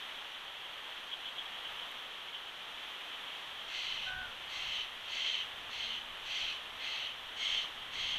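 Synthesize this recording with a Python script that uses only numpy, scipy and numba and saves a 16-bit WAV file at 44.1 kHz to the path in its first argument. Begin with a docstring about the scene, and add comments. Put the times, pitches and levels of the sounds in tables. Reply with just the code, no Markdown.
"""Eagles at the nest

Two eagles on a stick nest in a pine give faint buzzy chirps, then eight hoarse calls, in which irregular
pulses of the syrinx and rushing air excite the throat's resonances. Among the calls come a two-voiced
whistle, a distant hoot and two twig knocks. Wind hisses in the needles and rumbles on a small microphone,
which adds its own hiss and whose housing favours 3 kHz."""
import sys
import numpy as np
from scipy import signal
from scipy.fft import rfft, irfft, next_fast_len
from scipy.io import wavfile
from scipy.ndimage import uniform_filter1d
from numba import njit

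SR = 44100
rng = np.random.default_rng(int(sys.argv[2]) if len(sys.argv) > 2 else 0)


def master(y):
    """Save y as 16-bit WAV."""
    cut = np.clip(np.atleast_2d(y).T, -1, 1)
    pcm = np.round(cut * 32767)  # scale
    wavfile.write(sys.argv[1], SR, pcm.astype(np.int16))


N = 360738
T = np.arange(N) / SR

# Hoarse calls: (start [s], attack [s], length [s], level [dB], swell [dB], accent delay [s], accent [dB],
# beak open after [s], beak opening [dB], treble [dB], hoarseness [dB], resonance shift [%])
CALLS = [(3.654, 0.11, 0.5, -44, -2.5, 0.23, 1.5, 0, 2, -2.5, 4, -1.1),
         (4.464, 0.098, 0.43, -43, -2, 0.3, 3, .02, 1, -1, 0.5, -0.49),
         (5.018, 0.16, .46, -41, -1.5, 0.29, 3.5, .1, 1.5, -1, 1.5, .3),
         (5.677, 0.069, 0.36, -44, 1, 0.15, 3, .03, 2, -2, -3, 0.057),
         (6.229, 0.12, 0.376, -41, -3, .12, -0.5, 0, 0, -1.5, 6.5, -.6),
         (6.771, 0.077, .37, -41.5, 0, .17, 2, .04, 0.5, -4.5, 1, -0.26),
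         (7.345, 0.093, 0.35, -37, -2.5, 0.22, 2, 0, 0.5, 0, -7.5, 1),
         (7.899, 0.1, 0.36, -39, -1.5, 0.13, 0, 0, 1.5, -0.5, -5, 0.77)]
# Throat resonances: (centre [Hz], bandwidth per pass [Hz], gain [dB], change over a call [dB],
# share of hoarseness [ratio])
FORMANTS = [(2097, 300, -11.5, -4.5, 0.031), (2635, 410, -9, -3, 0.68), (3136, 440, -0.5, 5, 0),
            (3770, 590, -17, 5, 0.63), (4150, 370, -12, 1, 0.29), (4610, 480, -25, -8, 1.1),
            (5530, 410, -23, -4, 0.18), (5950, 270, -29.5, -2, 1.4), (6300, 350, -20.5, -0.5, 0),
            (7000, 940, -34.5, -11, 1.2), (7920, 540, -32.5, -4, 0.26)]
# Buzzy chirps: (start [s], level [dB], resonance [Hz], length [s])
CHIRP_NOTES = [(1.112, -31, 3270, 0.081), (1.25, -34, 3230, .084), (1.38, -31.5, 3270, 0.055),
               (1.447, -42, 3250, 0.11), (1.537, -39, 3180, .09), (1.58, -44, 3140, .078),
               (1.647, -37, 3130, 0.081), (1.783, -39, 3200, .09), (1.804, -36, 3230, 0.079),
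               (1.868, -44, 3240, .082), (1.985, -44, 3270, 0.079), (2.326, -36.5, 3110, 0.11),
               (2.45, -44, 3200, .074), (3.114, -39, 3200, 0.12), (3.563, -41, 3130, 0.074)]
# Whistle contour: (time [s], pitch [Hz], level [dB], second voice relative to first [dB])
WHISTLE_CONTOUR = [(4.05, 1452, -61, -12), (4.075, 1504, -43.5, -8), (4.15, 1483, -46.5, -2.5),
                   (4.2, 1499, -44, -8), (4.255, 1445, -48.5, 0), (4.285, 1396, -56, -6),
                   (4.341, 1320, -55, -5.5)]
# Hoot contour: (time [s], pitch [Hz], level [dB])
HOOT_CONTOUR = [(5.79, 224, -76), (5.85, 226, -73), (5.92, 232, -64), (6.0, 223, -70), (6.05, 222, -74.5)]
# Twig impacts: (time [s], initial level [dB], ring frequency [Hz])
TWIG_IMPACTS = [(5.6953, -33, 1200), (7.646, -34.5, 1140)]
# Thin tick: (time [s], level before filtering [dB])
TICK_IMPULSE = [(1.9163, -32.5)]
# Hiss spectrum as the housing colours it: (frequency [Hz], relative density [dB])
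HISS_SPECTRUM = [(71, -44), (120, -19.5), (350, -12.5), (550, -8.5), (900, -4.5), (1250, -3.5),
                 (1500, -5.5), (1800, -3), (2200, -5.5), (2700, -2.5), (3200, 3.5), (3600, -3.5),
                 (4300, -16), (5000, -25), (5500, -22), (6400, -23), (7000, -27.5), (9000, -29.5),
                 (13000, -29.5), (15000, -39)]
# Hiss envelope: (time [s], level [dB])
HISS_LEVEL = [(0.0, -44.5), (1.0, -46), (1.6, -45), (2.3, -45), (3.0, -45), (4.3, -45), (5.3, -45),
              (6.6, -45.5), (8.18, -45)]
# Spectrum of gusts on the housing: (frequency [Hz], relative density [dB])
RUMBLE_SPECTRUM = [(8.8, -31), (15, 12), (49, -0.5), (86, 2), (166, -7.5), (217, -7), (250, -3),
                   (320, -44.5), (550, -120)]
# Gust envelope: (time [s], level [dB])
RUMBLE_LEVEL = [(0, -77), (1.4, -75), (1.65, -71), (2.1, -74), (3.3, -74), (3.75, -69), (4.0, -61),
                (4.17, -54), (4.28, -61), (4.4, -66), (4.67, -62), (4.85, -69), (6.0, -65.5), (7.2, -67),
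                (7.36, -65), (7.8, -64.5), (8.0, -60.5), (8.18, -59)]


def syrinx_source():
    """Aperiodic vibration: chaotic flaps of the syrinx give uneven pulses, and rushing air adds noise."""
    flap_hz, jitter, scatter_db, air_db = 1060, .12, 3.0, 5.0
    timing, strength = rng.standard_normal((int(N / SR * flap_hz * 1.5), 2)).T
    at = np.cumsum(SR / flap_hz * np.exp(jitter * timing)).astype(int)
    flaps = np.zeros(N)
    flaps[at[at < N]] = undb(scatter_db * strength[at < N])
    return unit(flaps - flaps.mean()) + undb(air_db) * rng.standard_normal(N)


def hoarse_calls():
    """Source and filter: the syrinx drives throat resonances, shaded as the beak opens, then narrows."""
    onset_db, end_db, release_s = -11.5, -14.5, 0.071
    shut_db, opening_s, narrowing_db = -9, .04, 4
    sag, arch = 0.036, 0.1  # the resonances sink through a call, along an arched path
    source = syrinx_source()
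    effort, progress, beak_db, hoarse_db, treble_db, shift = np.zeros((6, N))
    for (start, attack, length, db, swell_db, accent_s, accent_db,
         open_s, open_db, top_db, rough_db, percent) in CALLS:
        age = T - start
        shape_db = np.interp(age, [0, attack, length - release_s, length],
                             [onset_db, -swell_db / 2, swell_db / 2, end_db])
        shape_db += accent_db * np.exp(-.5 * ((age - accent_s) / (.12 * length)) ** 2)
        effort += undb(db + shape_db) * gate(start, start + length + 0.018, 0.04)
        now = (T >= start) & (T < start + length + 0.016)
        progress[now] = age[now] / length - .5  # zero in mid call
        shut = np.clip((open_s - age[now]) / opening_s, 0, 1)
        beak_db[now] = open_db + shut_db * shut - narrowing_db * progress[now]
        hoarse_db[now], treble_db[now], shift[now] = rough_db, top_db, percent / 100
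    voice = np.zeros(N)
    for k, (hz, width, db, change_db, share) in enumerate(FORMANTS):
        centre = hz * (1 + shift - sag * progress - arch * progress ** 2)
        ring = bandpass(source, centre, float(width))
        ring = bandpass(ring, centre, float(width))  # a second pass deepens the valleys
        in_core = 2450 < hz < 3400  # the beak leaves these resonances alone
        opening_db = 0 if in_core else beak_db + (hz > 5000) * treble_db
        gain_db = db + share * hoarse_db + change_db * progress + opening_db + 0.65 * drift(12)
        voice += (-1) ** k * unit(ring) * undb(gain_db)
    return voice * effort * undb(0.39 * drift(30))


def chirps():
    """Resonant selection: only those harmonics of a pulse train that lie near one resonance sound."""
    buzz_hz, width_hz = 254.6, 210
    harmonic = np.arange(8, 18)[:, None]
    wobble = 1 + .007 * drift(120)
    husk = 1 + .25 * drift(250)
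    out = np.zeros(N)
    for start, db, hz, length in CHIRP_NOTES:
        span = np.arange(int(start * SR), int((start + length) * SR))
        progress = np.linspace(0, 1, len(span))
        phase = phase_of(buzz_hz * wobble[span] * (1 - 0.11 * (progress - .3) ** 2))
        weight = np.exp(-.5 * ((harmonic * buzz_hz - hz) / width_hz) ** 2)
        partials = weight * np.cos(harmonic * phase + .5 * harmonic ** 2)  # offsets smear the pulses
        envelope = np.sin(np.pi * progress ** 0.41) ** 2  # starts fast, trails off
        out[span] += undb(db) * envelope * husk[span] * partials.sum(0) / weight.sum()
    return out


def whistle():
    """Beating: the two sides of a syrinx sound close in pitch, over a weak subharmonic an octave below."""
    beat_hz, subharmonic_db = 73, -11
    hz, db, second_db = curves(WHISTLE_CONTOUR)
    phase = phase_of(hz * (1 + 0.003 * drift(60)))
    second_voice = undb(second_db) * np.sin(phase + 2 * np.pi * beat_hz * T)
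    tone = np.sin(phase) + second_voice + undb(subharmonic_db) * np.sin(phase / 2)
    sounding = gate(WHISTLE_CONTOUR[0][0], WHISTLE_CONTOUR[-1][0], 0.0129)
    return np.sqrt(2) * tone * undb(db + .8 * drift(40)) * sounding


def hoot():
    """Pure tone: a soft, distant hoot is one low sinusoid gliding slightly in pitch."""
    hz, db = curves(HOOT_CONTOUR)
    sounding = gate(HOOT_CONTOUR[0][0], HOOT_CONTOUR[-1][0], .02)
    return np.sqrt(2) * np.sin(phase_of(hz)) * undb(db) * sounding


def twig_knocks(t60_s=0.012):
    """Damped vibration: a struck twig rings in one mode that decays exponentially."""
    out = np.zeros(N)
    for start, db, hz in TWIG_IMPACTS:
        age = np.maximum(T - start, 0)
        out += undb(db - 60 * age / t60_s) * np.sin(2 * np.pi * hz * age)
    return out


def tick():
    """Impulse response: a click stripped of all but its treble is heard as a thin tick."""
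    impulse = np.zeros(N)
    for start, db in TICK_IMPULSE:
        impulse[int(start * SR)] = undb(db)
    return signal.sosfilt(signal.butter(6, 8000, "high", fs=SR, output="sos"), impulse)


def wind():
    """Broadband noise: needles and microphone hiss, while gusts buffet the housing in the bass."""
    sway_hz, sway_width_hz, sway_db = 12.6, 8.8, -74  # a steady deep flutter under the gusts
    hiss = coloured_noise(HISS_SPECTRUM) * undb(curves(HISS_LEVEL)[0] + .5 * drift(5))
    sway = unit(bandpass(rng.standard_normal(N), np.full(N, sway_hz), sway_width_hz)) * undb(sway_db)
    rumble = coloured_noise(RUMBLE_SPECTRUM) * undb(curves(RUMBLE_LEVEL)[0] + drift(20))
    return hiss + sway + rumble


def undb(db):
    """Amplitude ratio of a level in decibels."""
    return 10 ** (np.asarray(db) / 20)


def unit(x):
    """Normalisation to rms 1."""
    return x / np.sqrt(np.mean(x ** 2))


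def phase_of(hz):
    """Phase in radians as the time integral of frequency."""
    return 2 * np.pi * np.cumsum(hz) / SR


def curves(table):
    """Linear interpolation of a table's columns in time."""
    times, *columns = np.transpose(table)
    return [np.interp(T, times, column) for column in columns]


def gate(start, end, fade_s):
    """Window with raised-cosine edges."""
    return np.sin(np.pi / 2 * np.clip(np.minimum(T - start, end - T) / fade_s, 0, 1)) ** 2


def coloured_noise(spectrum):
    """Spectral shaping of white noise, scaled to rms 1."""
    hz, db = np.transpose(spectrum)
    size = next_fast_len(N)
    bin_hz = np.maximum(np.arange(size // 2 + 1) * SR / size, 1)
    gain = undb(np.interp(np.log(bin_hz), np.log(hz), db))
    return unit(irfft(rfft(rng.standard_normal(size)) * gain, size)[:N])


def drift(rate_hz):
    """Random modulation of rms 1: held values, smoothed twice."""
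    hold = int(SR / rate_hz)
    steps = np.repeat(rng.standard_normal(N // hold + 1), hold)
    return unit(uniform_filter1d(uniform_filter1d(steps, hold), hold)[:N])


@njit
def bandpass(x, centre_hz, width_hz):
    """Second-order resonance in state-variable form, with gain 1 at its moving centre."""
    y, band_state, low_state = np.empty(len(x)), 0., 0.
    for i in range(len(x)):
        tuning, damping = np.tan(np.pi * centre_hz[i] / SR), width_hz / centre_hz[i]
        band = (band_state + tuning * (x[i] - low_state)) / (1 + tuning * (tuning + damping))
        band_state = 2 * band - band_state
        low_state += 2 * tuning * band
        y[i] = damping * band
    return y


def scene():
    """Superposition: the pressures of all sources add in one channel."""
    return (hoarse_calls() + chirps() + whistle() + hoot() + twig_knocks() + tick() + wind())[None]


def record(dry, cutoff_hz=15050):
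    """Band limiting: a steep low-pass filter removes the highest treble."""
    return signal.sosfilt(signal.ellip(10, .2, 60, cutoff_hz, fs=SR, output="sos"), dry)


dry = scene()
out = record(dry)
master(out)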